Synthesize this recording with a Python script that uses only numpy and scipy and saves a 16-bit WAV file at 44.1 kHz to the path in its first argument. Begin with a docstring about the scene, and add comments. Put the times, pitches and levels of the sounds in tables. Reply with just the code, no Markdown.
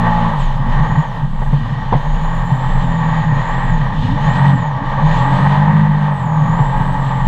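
"""Seven seconds aboard a small jet boat running up a shallow river, its three-cylinder engine supercharged.
It opens fast, with the exhaust orders booming in the hull, cycle-locked knocks and pulsed gas noise snarling
in the engine bay, and blade tones whining. The revs sink twice by 1.4 s while waves ring the hull, then climb;
the hardest slap and splash come just before 2 s. They drop again near 4 and 4.8 s as swept sines gulp, peak
near 5.8 s, dip and recover. Noise makes the rush and spray, and loose low eddies the buffeting, throughout."""
import sys
import numpy as np
from scipy import signal
from scipy.fft import rfft, irfft, next_fast_len
from scipy.io import wavfile
from scipy.ndimage import uniform_filter1d, minimum_filter1d

SR = 44100
rng = np.random.default_rng(int(sys.argv[2]) if len(sys.argv) > 2 else 0)


def waveform_to_disk(signal):
    """Save audio, clipped to [-1, 1], as 16-bit WAV at the path in sys.argv[1]."""
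    frames = np.transpose(np.atleast_2d(signal))
    scaled = np.clip(frames, -1, 1) * 32767
    samples = np.round(scaled).astype(np.int16)
    wavfile.write(sys.argv[1], SR, samples)


N = 320607
TIME = np.arange(N) / SR


def undb(db):
    """Decibels to gain."""
    return np.exp(np.asarray(db) * (np.log(10) / 20))


def unit(x):
    """Scale to rms 1."""
    return x / np.sqrt(np.mean(x ** 2))


def curves(table):
    """Each column after the time as a value per sample."""
    times, *columns = np.transpose(table)
    return [np.interp(TIME, times, column) for column in columns]


def response(hz, points):
    """Gain of a colour at the given frequencies, read on a log-frequency scale."""
    point_hz, db = np.transpose(points)
    return undb(np.interp(np.log(np.maximum(hz, 1)), np.log(point_hz), db))


def colour(x, points):
    """Filter a sound by a colour; rms 1."""
    size = next_fast_len(len(x) + 4096)
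    bin_hz = np.arange(size // 2 + 1) * SR / size
    filtered = irfft(rfft(x, size) * response(bin_hz, points), size)
    return unit(filtered[:len(x)])


def noise():
    """White noise for the whole scene."""
    return rng.standard_normal(N)


def walk(rate):
    """Smooth chance with spread 1 that changes rate times a second, repeating after 4096 steps."""
    levels = np.resize(rng.standard_normal(4096), int(TIME[-1] * rate) + 2)
    place = TIME * rate
    k = place.astype(int)
    # an equal-power turn from one level to the next keeps the spread constant
    turn = (np.pi / 2 * (place - k)).astype(np.float32)
    return levels[k] * np.cos(turn) + levels[k + 1] * np.sin(turn)


def add(out, s, sound, db):
    """Put a sound in at time s with the given peak level."""
    i = int(s * SR)
    out[i:i + len(sound)] += (undb(db) * sound / np.abs(sound).max())[:N - i]


# exhaust orders before the hull colours them: (multiple of cycle rate, level [dB])
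EXHAUST_ORDERS = [(2, 1.5), (3, -1.5), (4, -2), (5, -15), (6, -9.5), (7, -22.5), (8, -15), (9, -12)]
# the hull's boom resonance: (frequency [Hz], level [dB])
BOOM_COLOUR = [(20, -55.5), (50, -32), (80, -20.5), (110, -11), (135, 1), (152, 5.5), (175, -7),
               (205, -3.5), (235, -12.5), (290, -14.5), (350, -39), (600, -62), (3000, -100)]
# exhaust boom at cruising speed: (time [s], level [dB])
BOOM_LEVEL = [(0.0, -18.5), (0.52, -18.5), (0.94, -12.5), (1.13, -25), (1.22, -15.5), (2.18, -20.5),
              (3.35, -13.0), (3.46, -24), (3.82, -13), (3.9, -18), (4.07, -12.5), (4.34, -16), (4.5, -7),
              (4.59, -15.5), (4.95, -19.5), (5.04, -9), (5.15, -16), (5.76, -10.5), (6.21, -19), (6.42, -9),
              (6.65, -19.5), (7.26, -16.5)]
BOOM_OCTAVE_DB = 5.5  # dB per octave of engine speed


def exhaust(hz, phase, rough, octaves, flutter_rate=40, burble_db=-7, throb_db=1, heave_db=0.2, focus=1.077):
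    """Low engine orders sweep through the hull's boom; churning water shakes each one and adds a burble."""
    note, power = 0, 0
    steady = np.sqrt(2 * (1 - rough ** 2))
    for order, db in EXHAUST_ORDERS:
        # focus steepens the boom, so the order nearest the resonance dominates
        size = undb(db) * response(order * hz, BOOM_COLOUR) ** focus
        angle = order * phase + rng.uniform(0, 2 * np.pi)
        in_step = steady + rough * walk(flutter_rate)
        across = rough * walk(flutter_rate)
        note = note + size * (in_step * np.cos(angle) + across * np.sin(angle))
        power = power + size ** 2
    burble = undb(burble_db) * rough * colour(noise(), BOOM_COLOUR)
    note = note / np.sqrt(power) + burble
    # the orders trade energy while the total throbs, and heaves with the churning water
    smooth_power = uniform_filter1d(uniform_filter1d(note ** 2, size=3000), size=2000)
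    throb = undb(throb_db * walk(45) + heave_db * rough * walk(14))
    level = undb(curves(BOOM_LEVEL)[0] + BOOM_OCTAVE_DB * octaves)
    return note / np.sqrt(smooth_power) * throb * level


# engine bay's low resonances: (frequency [Hz], level [dB])
BAY_COLOUR = [(100, -49), (250, -8.5), (350, -24), (465, -11), (510, -11), (585, -7.5), (640, -11.5),
              (740, -10), (800, -4), (855, 3.5), (930, -0.5), (1020, -3), (1080, -6.5), (1137, -3.5),
              (1270, -13), (1440, -24), (2000, -27.5), (6000, -95.5)]
# engine's biting upper resonances: (frequency [Hz], level [dB])
BITE_COLOUR = [(1100, -35), (1440, -20), (1580, -1), (1690, -7), (1810, 2.5), (1895, 4), (1970, -7),
               (2060, -17), (2250, -15), (2700, -22), (3050, -28.5), (4500, -54.5), (9000, -81)]


def snarl(phase, rough, drift_rate=9, gas_db=-1, churn_db=7, pulsing=0.31, throb_db=1.14,
          stagger=0.021, firing_db=2, count=72):
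    """Knocks that repeat every cycle, a little early or late, and gas noise pulsed by the three firings."""
    size = 2048  # points in one engine cycle
    place = (phase + stagger * walk(40)) / (2 * np.pi) * size
    k = np.arange(count)
    # orders start at the sixth; every third is a multiple of the firing rate
    order_sizes = (k > 5) * undb(firing_db * (k % 3 == 0))
    knocks, power = 0, 0
    # one fixed pattern and three drifting ones: the cycle slowly changes shape
    for weight in (1, walk(drift_rate), walk(drift_rate), walk(drift_rate)):
        orders = order_sizes * np.exp(2j * np.pi * rng.random(count))
        cycle = irfft(orders, size)
        knocks = knocks + weight * np.interp(place % size, np.arange(size), cycle)
        power = power + weight ** 2
    knocks = knocks / np.sqrt(power)
    gas = noise() * (1 + pulsing * np.cos(3 * phase))
    gas_share = undb(gas_db + churn_db * (rough - .5))
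    throb = undb(throb_db * walk(70)) / np.hypot(1, gas_share)
    bay, bite = [unit((colour(knocks, points) + gas_share * colour(gas, points)) * throb)
                 for points in (BAY_COLOUR, BITE_COLOUR)]
    return bay, bite


# whine by pitch, before trims and flares: (tone [Hz], level [dB], smear [0-1])
WHINE_BY_PITCH = [(3800, -66, 1), (4940, -61.5, .95), (5900, -54.5, 1), (7100, -52.5, .95),
                  (7900, -50, 0.99), (7930, -48, 1), (8560, -57.5, 0.4), (9900, -63.5, 0.2),
                  (14000, -65, 0.95)]
# the treble comes through the housing unevenly: (frequency [Hz], level [dB])
HOUSING_COLOUR = [(5000, 0), (5600, -4.5), (6300, -6), (6880, 8), (7200, 0.5), (7550, 5.5), (7800, -5.5),
                  (8100, 0.5), (8500, -8.5), (9000, -2), (10000, -4)]
WHINE_ORDER = 173  # blade tone as a multiple of the cycle rate
WHINE_REV_DB = 2.3  # dB per octave a second of revving up
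FLARE_DB, FLARE_SMEAR = 1, .15  # dB and added smear per octave a second of slowing


def supercharger(hz, phase, revving, wobble_rate=700, wobble=.024, rock=0.02, flutter_db=1.0,
                 tone_db=-5.0, octave_db=-21):
    """Impeller blades whine with a faint octave; twist in the drive smears the tone, more so on slowing."""
    table_hz, levels, smears = np.transpose(WHINE_BY_PITCH)
    tone_hz = WHINE_ORDER * hz
    slowing = np.maximum(-revving, 0)
    smear = np.interp(tone_hz, table_hz, smears) + FLARE_SMEAR * slowing
    twist = wobble * walk(wobble_rate) + rock * np.sin(3 * phase)
    angle = 2 * np.pi * np.cumsum(tone_hz * (1 + smear * twist)) / SR
    whine = 0
    for k, db in ((1, tone_db), (2, octave_db)):
        tone = np.sin(k * angle) * (1 + 0.24 * walk(300)) * undb(flutter_db * walk(32))
        level_db = db + np.interp(k * tone_hz, table_hz, levels)
        whine = whine + colour(tone, HOUSING_COLOUR) * undb(level_db)
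    return whine * undb(WHINE_REV_DB * np.maximum(revving, 0) + FLARE_DB * slowing)


# the exhaust gulps as its outlet comes clear of the water:
# (middle time [s], middle pitch [Hz], peak level [dB], length [s])
GULPS = [(.68, 228, -24, 0.12), (4.044, 250, -22, 0.066), (4.118, 268, -19.5, .11),
         (4.556, 266.6, -25, 0.084), (4.82, 282.3, -25.5, .1), (5.272, 266.7, -24.5, 0.22)]


def gulps(rise=0.2):
    """Short throaty swells: sines under a half-sine envelope that rise a little and waver in pitch."""
    out = np.zeros(N)
    for s, hz, db, length in GULPS:
        u = np.linspace(0, 1, int(length * SR))
        pitch = hz * (1 + rise * (u - .5) + 0.039 * walk(87.0)[:len(u)])
        swell = np.sin(np.pi * u) * np.sin(2 * np.pi * np.cumsum(pitch) / SR)
        add(out, s - length / 2, swell, db)
    return out


# waves thump the hull bottom: (time [s], peak level [dB])
THUMPS = [(0.601, -9.5), (.8, -3.5), (0.965, -5.5), (1.227, -11), (1.418, -13), (1.527, -4.5), (1.72, -11),
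          (1.95, -5), (2.516, -8), (3.325, -6.5), (4.26, -7), (6.602, -4), (6.803, -5.5)]
# sharp slaps on the hull plates: (time [s], peak level [dB], 60 dB decay [s])
SLAPS = [(.72, -20, 0.035), (1.419, -17, 0.095), (1.53, -15, 0.12), (1.924, 2.5, 0.12),
         (1.953, -11.5, 0.085), (3.579, -12.5, .04), (4.263, -13, 0.027), (6.589, -9.5, .08)]
# hull modes: (frequency [Hz], level [dB], 60 dB decay [s])
HULL_MODES = [(129, -18, 0.29), (140.9, 2.5, 0.21), (163, -1.5, 0.02), (260, -33, 0.035)]
# rattle of the hull plates: (frequency [Hz], level [dB])
PLATE_COLOUR = [(30, -36.5), (100, 12), (270, 4), (370, -9), (520, 6), (640, -4.5), (760, 7.5), (900, 7),
                (1100, 0.5), (1350, -12.5), (2000, -11), (2600, -25.5), (3300, -23.5), (5000, -43.5),
                (12000, -79.5)]


def hull(rise_s=0.0069, contact_s=0.0004):
    """Soft blows ring the hull's low modes; hard slaps rattle its plates."""
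    out = np.zeros(N)
    t = TIME[:SR // 3]
    ring = sum(undb(db - 60 * t / t60) * np.sin(2 * np.pi * f * t) for f, db, t60 in HULL_MODES)
    thump = -ring * (1 - np.exp(-t / rise_s))
    for s, db in THUMPS:
        add(out, s, thump, db)
    for s, db, t60 in SLAPS:
        rattle = colour(rng.standard_normal(len(t)), PLATE_COLOUR)
        # the plates share out the blow's energy
        rattle = rattle / np.sqrt(uniform_filter1d(rattle ** 2, size=700))
        add(out, s, rattle * (1 - np.exp(-t / contact_s)) * undb(-60 * t / t60), db)
    return out


# water rushing along the hull: (frequency [Hz], level [dB])
RUSH_COLOUR = [(40, -26), (100, -12.5), (600, 2.5), (1500, -2), (2080, -5), (2300, -1.5), (2700, -3.5),
               (3050, 5), (3300, -0.5), (3600, 1.5), (3900, -6.5), (4090, -2.5), (4300, -10.5), (4550, -9),
               (4800, -16.5), (5200, -16.5), (5600, -20.5), (6200, -17), (6850, -17), (7300, -20),
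               (7950, -23), (8600, -32), (15000, -47)]
# the rush swells, or once dips, as the hull digs in:
# (middle time [s], half length [s], level over the rush [dB])
SURGES = [(0.437, 0.08, 6), (4.034, .06, 7), (4.42, 0.078, -2.5), (5.14, 0.076, 4)]
# fine drops: (frequency [Hz], level [dB])
SPRAY_COLOUR = [(2000, -18), (5000, 1), (7500, 7), (9000, -6), (10700, 1.5), (12000, -5.5), (13500, 1),
                (15000, -8.5)]
# fine spray before the drops_db lift: (time [s], level [dB])
SPRAY_LEVEL = [(0.1, -69.5), (1.37, -69.5), (1.45, -64), (1.75, -77), (2.47, -63), (2.73, -67.5),
               (4.56, -73), (4.77, -79), (5.28, -71), (6.13, -70), (6.52, -65), (7.15, -67)]
# sheets of spray thrown up by the hull: (time [s], level over the fine spray [dB])
SPLASHES = [(.86, 4), (1.43, 2), (1.965, 9), (2.05, 3), (2.86, 1), (6.77, 4)]
SPLASH_S = .06  # time constant of a splash's fading dB lift


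def water(rush_db, flicker_db=1.16, drops_db=5, patter_db=1):
    """A rush of noise along the hull, and sparse random drops of spray that leap with each splash."""
    surge_db = sum(db * np.exp(-((TIME - s) / half) ** 2) for s, half, db in SURGES)
    rush = colour(noise(), RUSH_COLOUR) * undb(rush_db + surge_db + flicker_db * walk(22))
    splash_db = sum(db * (TIME > s) * np.exp(-np.abs(TIME - s) / SPLASH_S) for s, db in SPLASHES)
    drops = noise() * (rng.random(N) < .2) * rng.rayleigh(size=N)
    spray_db = curves(SPRAY_LEVEL)[0] + splash_db + drops_db + patter_db * walk(48)
    return rush + colour(drops, SPRAY_COLOUR) * undb(spray_db)


# turbulence in the air stream: (frequency [Hz], level [dB])
BUFFET_COLOUR = [(3, -65), (10, -27.5), (18, -16.5), (26, -7.5), (33, -6.5), (45, -17.5), (65, -22.5),
                 (120, -37), (400, -91.5), (2000, -120)]
# buffeting air before its quick gusts: (time [s], level [dB])
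WIND_LEVEL = [(0.0, -20), (0.9, -14.5), (0.96, -25), (1.48, -16.5), (1.78, -27), (1.88, -14.5), (2.36, -16),
              (2.5, -25.5), (2.88, -14), (2.98, -24), (4.22, -18.5), (4.38, -29.5), (4.82, -32),
              (4.92, -19), (6.26, -33), (6.78, -13.5), (7.06, -27), (7.26, -16)]


def wind(shed_hz=26.07, wander=0.093, turbulence_db=-6, gust_db=2):
    """Eddies shed at a loose rate thud close by amid broader turbulence, in quick gusts."""
    eddies = np.sin(2 * np.pi * np.cumsum(shed_hz * (1 + wander * walk(11))) / SR)
    turbulence = undb(turbulence_db) * colour(noise(), BUFFET_COLOUR)
    return unit(unit(eddies) + turbulence) * undb(curves(WIND_LEVEL)[0] + gust_db * walk(9))


# engine speed before smoothing: (time [s], four-stroke cycle rate [Hz])
SPEED = [(0.0, 57.74), (0.32, 55.42), (0.47, 36.4), (0.57, 30.33), (0.67, 28.13), (0.87, 38.3),
         (1.01, 40.59), (1.17, 28.2), (1.36, 21.7), (1.52, 23.83), (1.66, 28.99), (2.09, 38.29),
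         (2.76, 44.74), (2.91, 41.34), (3.36, 38.25), (3.64, 45.88), (3.87, 33.12), (4.02, 28.08),
         (4.14, 31.33), (4.4, 47.03), (4.52, 46.1), (4.77, 31.69), (4.88, 31.57), (5.24, 44.28),
         (5.77, 51.63), (6.12, 49.48), (6.3, 38.83), (6.45, 37.88), (6.64, 44.04), (6.88, 45.8),
         (7.27, 43.47)]
# levels at cruising speed as the boat turns and trims:
# (time [s], engine snarl [dB], its upper bite [dB], water rush [dB])
LEVELS = [(0.0, -20.5, -33.5, -39.5), (0.63, -21.5, -35, -39.5), (0.74, -21, -30.5, -38.5),
          (1.08, -23, -34.5, -41.5), (1.17, -20, -32.5, -38.5), (1.3, -27.5, -35.5, -41.5),
          (1.4, -24.5, -33, -38), (1.62, -29, -36.5, -39), (2.2, -25, -37, -41.5),
          (2.96, -23.5, -34.5, -40.0), (3.04, -22, -29.5, -38.5), (3.55, -23.5, -31.5, -40.5),
          (3.89, -21.0, -28.5, -35.5), (4.01, -25, -35, -39.5), (4.47, -20, -29.5, -32.5),
          (4.55, -22.0, -32.5, -39.5), (5.46, -19.5, -31, -36.5), (5.94, -25.5, -34.5, -43.5),
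          (6.31, -22.0, -36, -44), (7.26, -24.5, -36.5, -40.5)]
CRUISE_HZ = 40  # engine cycles per second
# dB per octave of speed, and dB per octave a second of revving up
SNARL_OCTAVE_DB, SNARL_REV_DB = 8, 0.93
BITE_OCTAVE_DB, BITE_REV_DB = 8.5, 0.87
RUSH_OCTAVE_DB, RUSH_REV_DB = 5.5, 0.6
# water closes over the exhaust outlet at low speed and breaks up the note: roughness, fall per octave
CHURN_AT_CRUISE, CHURN_PER_OCTAVE = 0.55, 0.58


def scene():
    """Engine, supercharger, river and air; the engine's speed drives pitch, level and roughness."""
    # the flywheel rounds each change
    hz = uniform_filter1d(curves(SPEED)[0], size=3900, mode="nearest")
    phase = 2 * np.pi * np.cumsum(hz * (1 + 0.00239 * walk(30))) / SR
    octaves = np.log2(hz / CRUISE_HZ)
    revving = uniform_filter1d(np.gradient(octaves) * SR, size=4400)  # octaves a second
    rough = np.clip(CHURN_AT_CRUISE - CHURN_PER_OCTAVE * octaves, .24, .9)
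    snarl_db, bite_db, rush_db = curves(LEVELS)
    snarl_db = snarl_db + SNARL_OCTAVE_DB * octaves + SNARL_REV_DB * revving
    bite_db = bite_db + BITE_OCTAVE_DB * octaves + BITE_REV_DB * revving
    rush_db = rush_db + RUSH_OCTAVE_DB * octaves + RUSH_REV_DB * revving
    bay, bite = snarl(phase, rough)
    engine = exhaust(hz, phase, rough, octaves) + bay * undb(snarl_db) + bite * undb(bite_db)
    engine = engine + supercharger(hz, phase, revving) + gulps()
    river = hull() + water(rush_db)
    return (engine + river + wind())[None]


TOP_HZ = 15100


def record(dry):
    """A smoothed gain turns down the loudest peaks, and a steep low-pass cuts the top."""
    headroom = np.minimum(1, .9 / (np.abs(dry) + 1e-9))
    gain = uniform_filter1d(minimum_filter1d(headroom, size=400), size=400)
    top_cut = signal.ellip(8, .2, 70, TOP_HZ, fs=SR, output="sos")
    return signal.sosfilt(top_cut, dry * gain)


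dry = scene()
out = record(dry)
waveform_to_disk(out)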